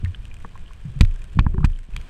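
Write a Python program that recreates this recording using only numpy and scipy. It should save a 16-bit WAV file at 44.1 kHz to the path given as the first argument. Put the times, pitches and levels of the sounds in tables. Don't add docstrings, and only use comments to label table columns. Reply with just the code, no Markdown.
import sys
import numpy as np
from scipy import signal
from scipy.fft import rfft, irfft, next_fast_len
from scipy.io import wavfile
from scipy.ndimage import map_coordinates

SR = 44100
rng = np.random.default_rng(int(sys.argv[2]) if len(sys.argv) > 2 else 0)


def dump(signal):
    limited = np.clip(np.atleast_2d(signal).T, -1, 1)
    pcm = np.round(limited * 32767).astype(np.int16)
    wavfile.write(sys.argv[1], SR, pcm)


N = 92301
T = np.arange(int(.7 * SR)) / SR

# f/Hz, level/dB, t60/s
BARREL_MODES = [(75.3, -10.5, 0.21), (107.3, -7.5, 0.088), (140.4, -8, 0.078), (170.7, -15.5, 0.081),
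                (207, -2.5, 0.036), (291, -8, 0.044), (413, -14.5, 0.045)]
# f/Hz, level/dB, t60/s
HOUSING_MODES = [(605, -24, 0.036), (846, -3.5, 0.013), (1012, -1, 0.016), (1300, -12, 0.02),
                 (1637, -7.5, .017)]
# t/s, side (+1 or -1), thud/dB, contact time/s, sway/dB, clack/dB, clack pitch ratio
KNOCKS = [(0.4466, 1, -27.5, 0.0026, -30, -24.5, 1.08), (1.0081, -1, 1.5, 0.0031, -5, -11, 1),
          (1.3887, 1, -2.5, 0.0038, -13, -10, 1.08), (1.4644, 1, -5.5, 0.0038, -14.5, -16.5, 1),
          (1.5431, 1, -15.5, 0.0038, -57, -34.5, 1.1), (1.5802, 1, -9.5, 0.0037, -17.5, -25, 0.97),
          (1.6424, -1, -2, 0.0037, -9, -17.5, 0.965)]
def knocks():
    out = np.zeros(N)
    barrel = sum(amp(db - 60 * T / t60) * sine(hz) for hz, db, t60 in BARREL_MODES)
    sway = fade(t60=0.49, rise=0.0013) * sine(hz=27.47)
    for t, side, thud_db, contact, sway_db, clack_db, pitch in KNOCKS:
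        force = np.sin(np.pi * np.minimum(T / contact, 1))
        thud = signal.fftconvolve(barrel, force / force.sum())[:len(T)]
        clack = sum((-1) ** k * amp(db + rng.normal(0, 1)) * fade(t60, rise=0.00041) * sine(hz * pitch)
                    for k, (hz, db, t60) in enumerate(HOUSING_MODES))
        add(out, t, side * (amp(thud_db) * thud - amp(sway_db) * sway + amp(clack_db) * clack))
    return out


# t/s, level/dB, f/Hz, rise/s, t60/s
BUMPS = [(0.035, -4, 85, 0.01, 0.089), (0.068, -5, 86, 0.024, 0.12), (0.030, -24.5, 209, 0.0017, 0.071),
         (0.163, -24.5, 36, 0.014, 0.6), (0.423, -27, 32, 0.017, 0.18), (0.445, -35.5, 166, 0.0067, 0.16),
         (0.851, -12.5, 150, 0.009, 0.069), (0.878, -23, 122, 0.0035, .14), (0.958, -18, 135, 0.0058, 0.15),
         (1.028, -2, 89.3, 0.0031, 0.1), (1.358, -4, 95, 0.01, 0.056), (1.371, -4.5, 150, 0.0033, 0.039),
         (1.407, -2, 71.4, 0.0017, 0.035), (1.541, -32, 378, 0.0017, 0.31), (1.6, -15, 150, 0.0052, 0.2),
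         (1.888, -20, 125, 0.0024, 0.018), (1.922, -15, 29, 0.016, 0.33), (1.934, -32.5, 139, 0.01, 0.28)]
def bumps():
    out = np.zeros(N)
    for t, db, hz, rise, t60 in BUMPS:
        add(out, t, amp(db) * resonance(hz, t60, rise, jitter_rad=0.4, jitter_per_s=90))
    return out


# f/Hz, level/dB, t60/s
HOUSING_UPPER_MODES = [(1274, -1, 0.0097), (1955, -16, 0.012), (2345, 1, 0.015), (2563, -1, 0.015),
                       (3420, -9, 0.0063), (3550, -11, 0.014), (4150, -8.5, 0.011), (4790, -11, 0.017),
                       (6630, -35.5, 0.011), (7600, -26, 0.0067), (9100, -15, 0.01)]
# f/Hz, relative level/dB
GRIT_SPECTRUM = [(300, -26), (800, -14), (1200, -3), (1850, 1), (2080, -5), (2450, 0), (2900, -3),
                 (3900, -3), (5200, -13), (7000, -12), (9200, -11), (10200, -20), (11800, -14),
                 (15500, -29)]
# t/s, grit/dB, ring/dB, duration/s, low-pass cutoff/Hz
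CRUNCHES = [(0.0470, -40, -39, .002, 8640), (1.009, -15.5, -12.5, 0.0015, 10000),
            (1.0121, -25.5, -38, 0.0031, 8600), (1.0164, -46.5, -50, 0.019, 4030),
            (1.0483, -37, -34, 0.0013, 6000), (1.051, -37, -48, 0.0015, 8000),
            (1.3893, -25.5, -29, 0.0031, 2500), (1.393, -21.5, -20.5, 0.0014, 3300),
            (1.4015, -40, -31, 0.0026, 3080), (1.4623, -62, -62, 0.0012, 2200),
            (1.6445, -28, -29, 0.0017, 4260), (1.6482, -26, -25, 0.0014, 7200),
            (1.6526, -33.5, -57, 0.0027, 8340), (1.6545, -41, -59, 0.0061, 7000),
            (1.964, -29.5, -27.5, 0.0016, 11500)]
def crunches():
    grit, rings = np.zeros(N), np.zeros(N)
    ring = sum((-1) ** k * amp(db) * fade(t60, rise=0.00016) * sine(hz)
               for k, (hz, db, t60) in enumerate(HOUSING_UPPER_MODES))
    for t, grit_db, ring_db, duration, cutoff_hz in CRUNCHES:
        noise = rng.standard_normal(len(T))
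        grain_sizes = np.exp(0.47 * rng.standard_normal(len(T)))
        envelope = (1 - np.exp(-T / 0.0012)) * np.exp(-(T / duration) ** 2)
        burst = noise * grain_sizes * envelope
        burst *= np.sqrt(duration * SR) / np.linalg.norm(burst)
        lowpass = signal.butter(2, cutoff_hz, fs=SR)
        add(grit, t, amp(grit_db) * signal.lfilter(*lowpass, burst))
        add(rings, t, amp(ring_db) * signal.lfilter(*lowpass, ring))
    return coloured(grit, GRIT_SPECTRUM) + rings


# t/s, level/dB, f/Hz, t60/s
TICKS = [(0.049, -26.5, 2570, 0.0073), (0.0576, -29.5, 1825, 0.026), (0.1465, -26, 3040, 0.014),
         (0.1455, -32.5, 1655, .018), (0.254, -37, 2530, 0.01), (0.3134, -35.5, 2420, 0.023),
         (0.366, -40.5, 2490, 0.026), (0.4500, -32.5, 1104, 0.024), (0.4475, -35.5, 456, 0.049),
         (0.5467, -54, 1040, 0.017), (0.5552, -33, 1068, 0.034), (0.661, -39, 2910, 0.013),
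         (0.6790, -37, 3220, 0.0095), (0.708, -39, 1070, 0.027), (1.0340, -33.5, 5900, 0.0076),
         (1.1117, -38, 2440, 0.0096), (1.1624, -42, 1630, 0.023), (1.2181, -36.5, 2450, 0.02),
         (1.4434, -43.5, 2500, 0.01), (1.6053, -33, 1060, 0.024), (1.6307, -31, 1180, 0.033),
         (1.7321, -45, 3020, 0.023), (1.7606, -39, 3060, 0.013), (1.9365, -40, 2550, 0.022),
         (1.9637, -36, 1810, 0.021), (1.963, -23, 3210, 0.007), (1.9747, -34, 3170, 0.018)]
def ticks():
    out = np.zeros(N)
    for t, db, hz, t60 in TICKS:
        add(out, t, amp(db) * resonance(hz, t60, rise=0.0005, jitter_rad=0.51, jitter_per_s=1220))
    return out


# f/Hz, relative level/dB
SNAP_SPECTRUM = [(800, -7), (1600, 6.5), (3000, 4.5), (5000, -7), (8300, -2), (10500, -14), (13500, -19),
                 (16000, -40)]
# t/s, level/dB, t60/s
SNAPS = [(0.2534, -37.5, 0.0074), (0.3422, -35.5, 0.0056), (0.3677, -45, 0.0063), (0.577, -41, 0.0059),
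         (0.7340, -40.5, 0.0081), (0.9900, -41, 0.0079), (1.111, -49, .007), (1.16, -40, .008),
         (1.2190, -44.5, 0.014), (1.2420, -37.5, 0.0074), (1.7020, -45.5, 0.0083), (1.731, -51.5, 0.0067),
         (1.7594, -52, 0.0033), (1.7898, -42.5, 0.0091), (2.0140, -39, .008)]
def crackle(far_per_s=110, far_db=-65, far_t60=0.016):
    near = np.zeros(N)
    for t, db, t60 in SNAPS:
        add(near, t, amp(db - 60 * T / t60) * rng.standard_normal(len(T)))
    arrivals = rng.random(N) < far_per_s / SR
    sizes = amp(-np.minimum(rng.standard_normal(N), 2))
    envelope = signal.fftconvolve(arrivals * sizes, amp(-60 * T / far_t60))[:N]
    far = unit(envelope * rng.standard_normal(N))
    return coloured(near + amp(far_db) * far, SNAP_SPECTRUM)


# f/Hz, relative level/dB
FLOW_SPECTRUM = [(15, 7), (30, 4.5), (60, 0), (100, -6.5), (170, -15.5), (260, -25.5), (400, -30.5),
                 (700, -41.5), (1500, -76)]
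# t/s, relative level/dB
FLOW_LEVEL = [(0, -29.5), (.12, -34), (.24, -34.5), (.45, -34), (.62, -34), (.8, -40), (.93, -31.5),
              (1.05, -29), (1.18, -33.5), (1.31, -36.5), (1.4, -19.5), (1.76, -33), (1.86, -43),
              (1.97, -30), (2.09, -42)]
def flow_rumble(gain_db=-0.5):
    rumble = filtered(rng.standard_normal(N), lambda hz: amp(along(FLOW_SPECTRUM, hz)))
    return unit(rumble) * amp(curve(FLOW_LEVEL) + gain_db)


# f/Hz, relative level/dB
HISS_SPECTRUM = [(150, 8.5), (380, 5.5), (650, 3), (1100, 2), (1450, 1), (2000, -2), (3100, -0.5),
                 (4200, -7.5), (5400, -11), (7000, -14.5), (8500, -11), (10500, -23), (13300, -25),
                 (16000, -42)]
# f/Hz, width/Hz, boost/dB
HOUSING_PEAKS = [(1036, 200, 3), (1670, 290, 5), (2440, 190, 6.5), (3140, 260, 3.5)]
# t/s, level/dB
HISS_LEVEL = [(0, -55.5), (.35, -57), (.8, -56), (1.0, -56.5), (1.25, -56.5), (1.45, -60), (1.56, -61),
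              (1.72, -59), (1.87, -61), (1.96, -53.5), (2.09, -52)]
def sea_hiss():
    def response(hz):
        peaks_db = sum(db / (1 + (2 * (hz - f) / width) ** 2) for f, width, db in HOUSING_PEAKS)
        return amp(along(HISS_SPECTRUM, hz) + peaks_db)
    hiss = unit(filtered(rng.standard_normal(N), response))
    flicker_db = wobble(per_s=73, size=N)
    return hiss * amp(curve(HISS_LEVEL) + flicker_db)


def amp(db):
    return 10 ** (np.asarray(db) / 20)


def unit(x):
    return x / np.sqrt(np.mean(x ** 2) + 1e-20)


def along(points, hz):
    f, db = np.transpose(points)
    return np.interp(np.log(hz + 1), np.log(f + 1), db)


def curve(points):
    return np.interp(np.arange(N) / SR, *np.transpose(points))


def wobble(per_s, size):
    return map_coordinates(rng.standard_normal(2048), [np.arange(size) * per_s / SR], mode="mirror")


def sine(hz, phase=0):
    return np.sin(2 * np.pi * hz * T + phase)


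def fade(t60, rise):
    return np.exp(-np.log(1000) * T / t60) * (1 - np.exp(-T / rise))


def resonance(hz, t60, rise, jitter_rad, jitter_per_s):
    return fade(t60, rise) * sine(hz, jitter_rad * wobble(jitter_per_s, len(T)))


def add(track, t, sound):
    start = max(round(t * SR), 0)
    part = sound[:max(N - start, 0)]
    track[start:start + len(part)] += part


def filtered(x, response):
    size = next_fast_len(N + SR // 2)
    return irfft(rfft(x, size) * response(np.fft.rfftfreq(size, 1 / SR)), size)[:N]


def coloured(x, spectrum, size=4096):
    hz = np.fft.rfftfreq(size, 1 / SR)
    cepstrum = irfft(np.log(amp(along(spectrum, hz))))
    cepstrum[1:size // 2] *= 2
    cepstrum[size // 2 + 1:] = 0
    impulse_response = irfft(np.exp(rfft(cepstrum)))
    return signal.fftconvolve(x, impulse_response / np.linalg.norm(impulse_response))[:N]


def scene():
    background = flow_rumble() + sea_hiss() + crackle()
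    return (background + knocks() + crunches() + bumps() + ticks())[None]


def record(dry):
    rounded = dry[0] / (1 + np.abs(dry[0]) ** 8) ** (1 / 8)
    return filtered(rounded, lambda hz: hz < 16000)[None]


dry = scene()
out = record(dry)
dump(out)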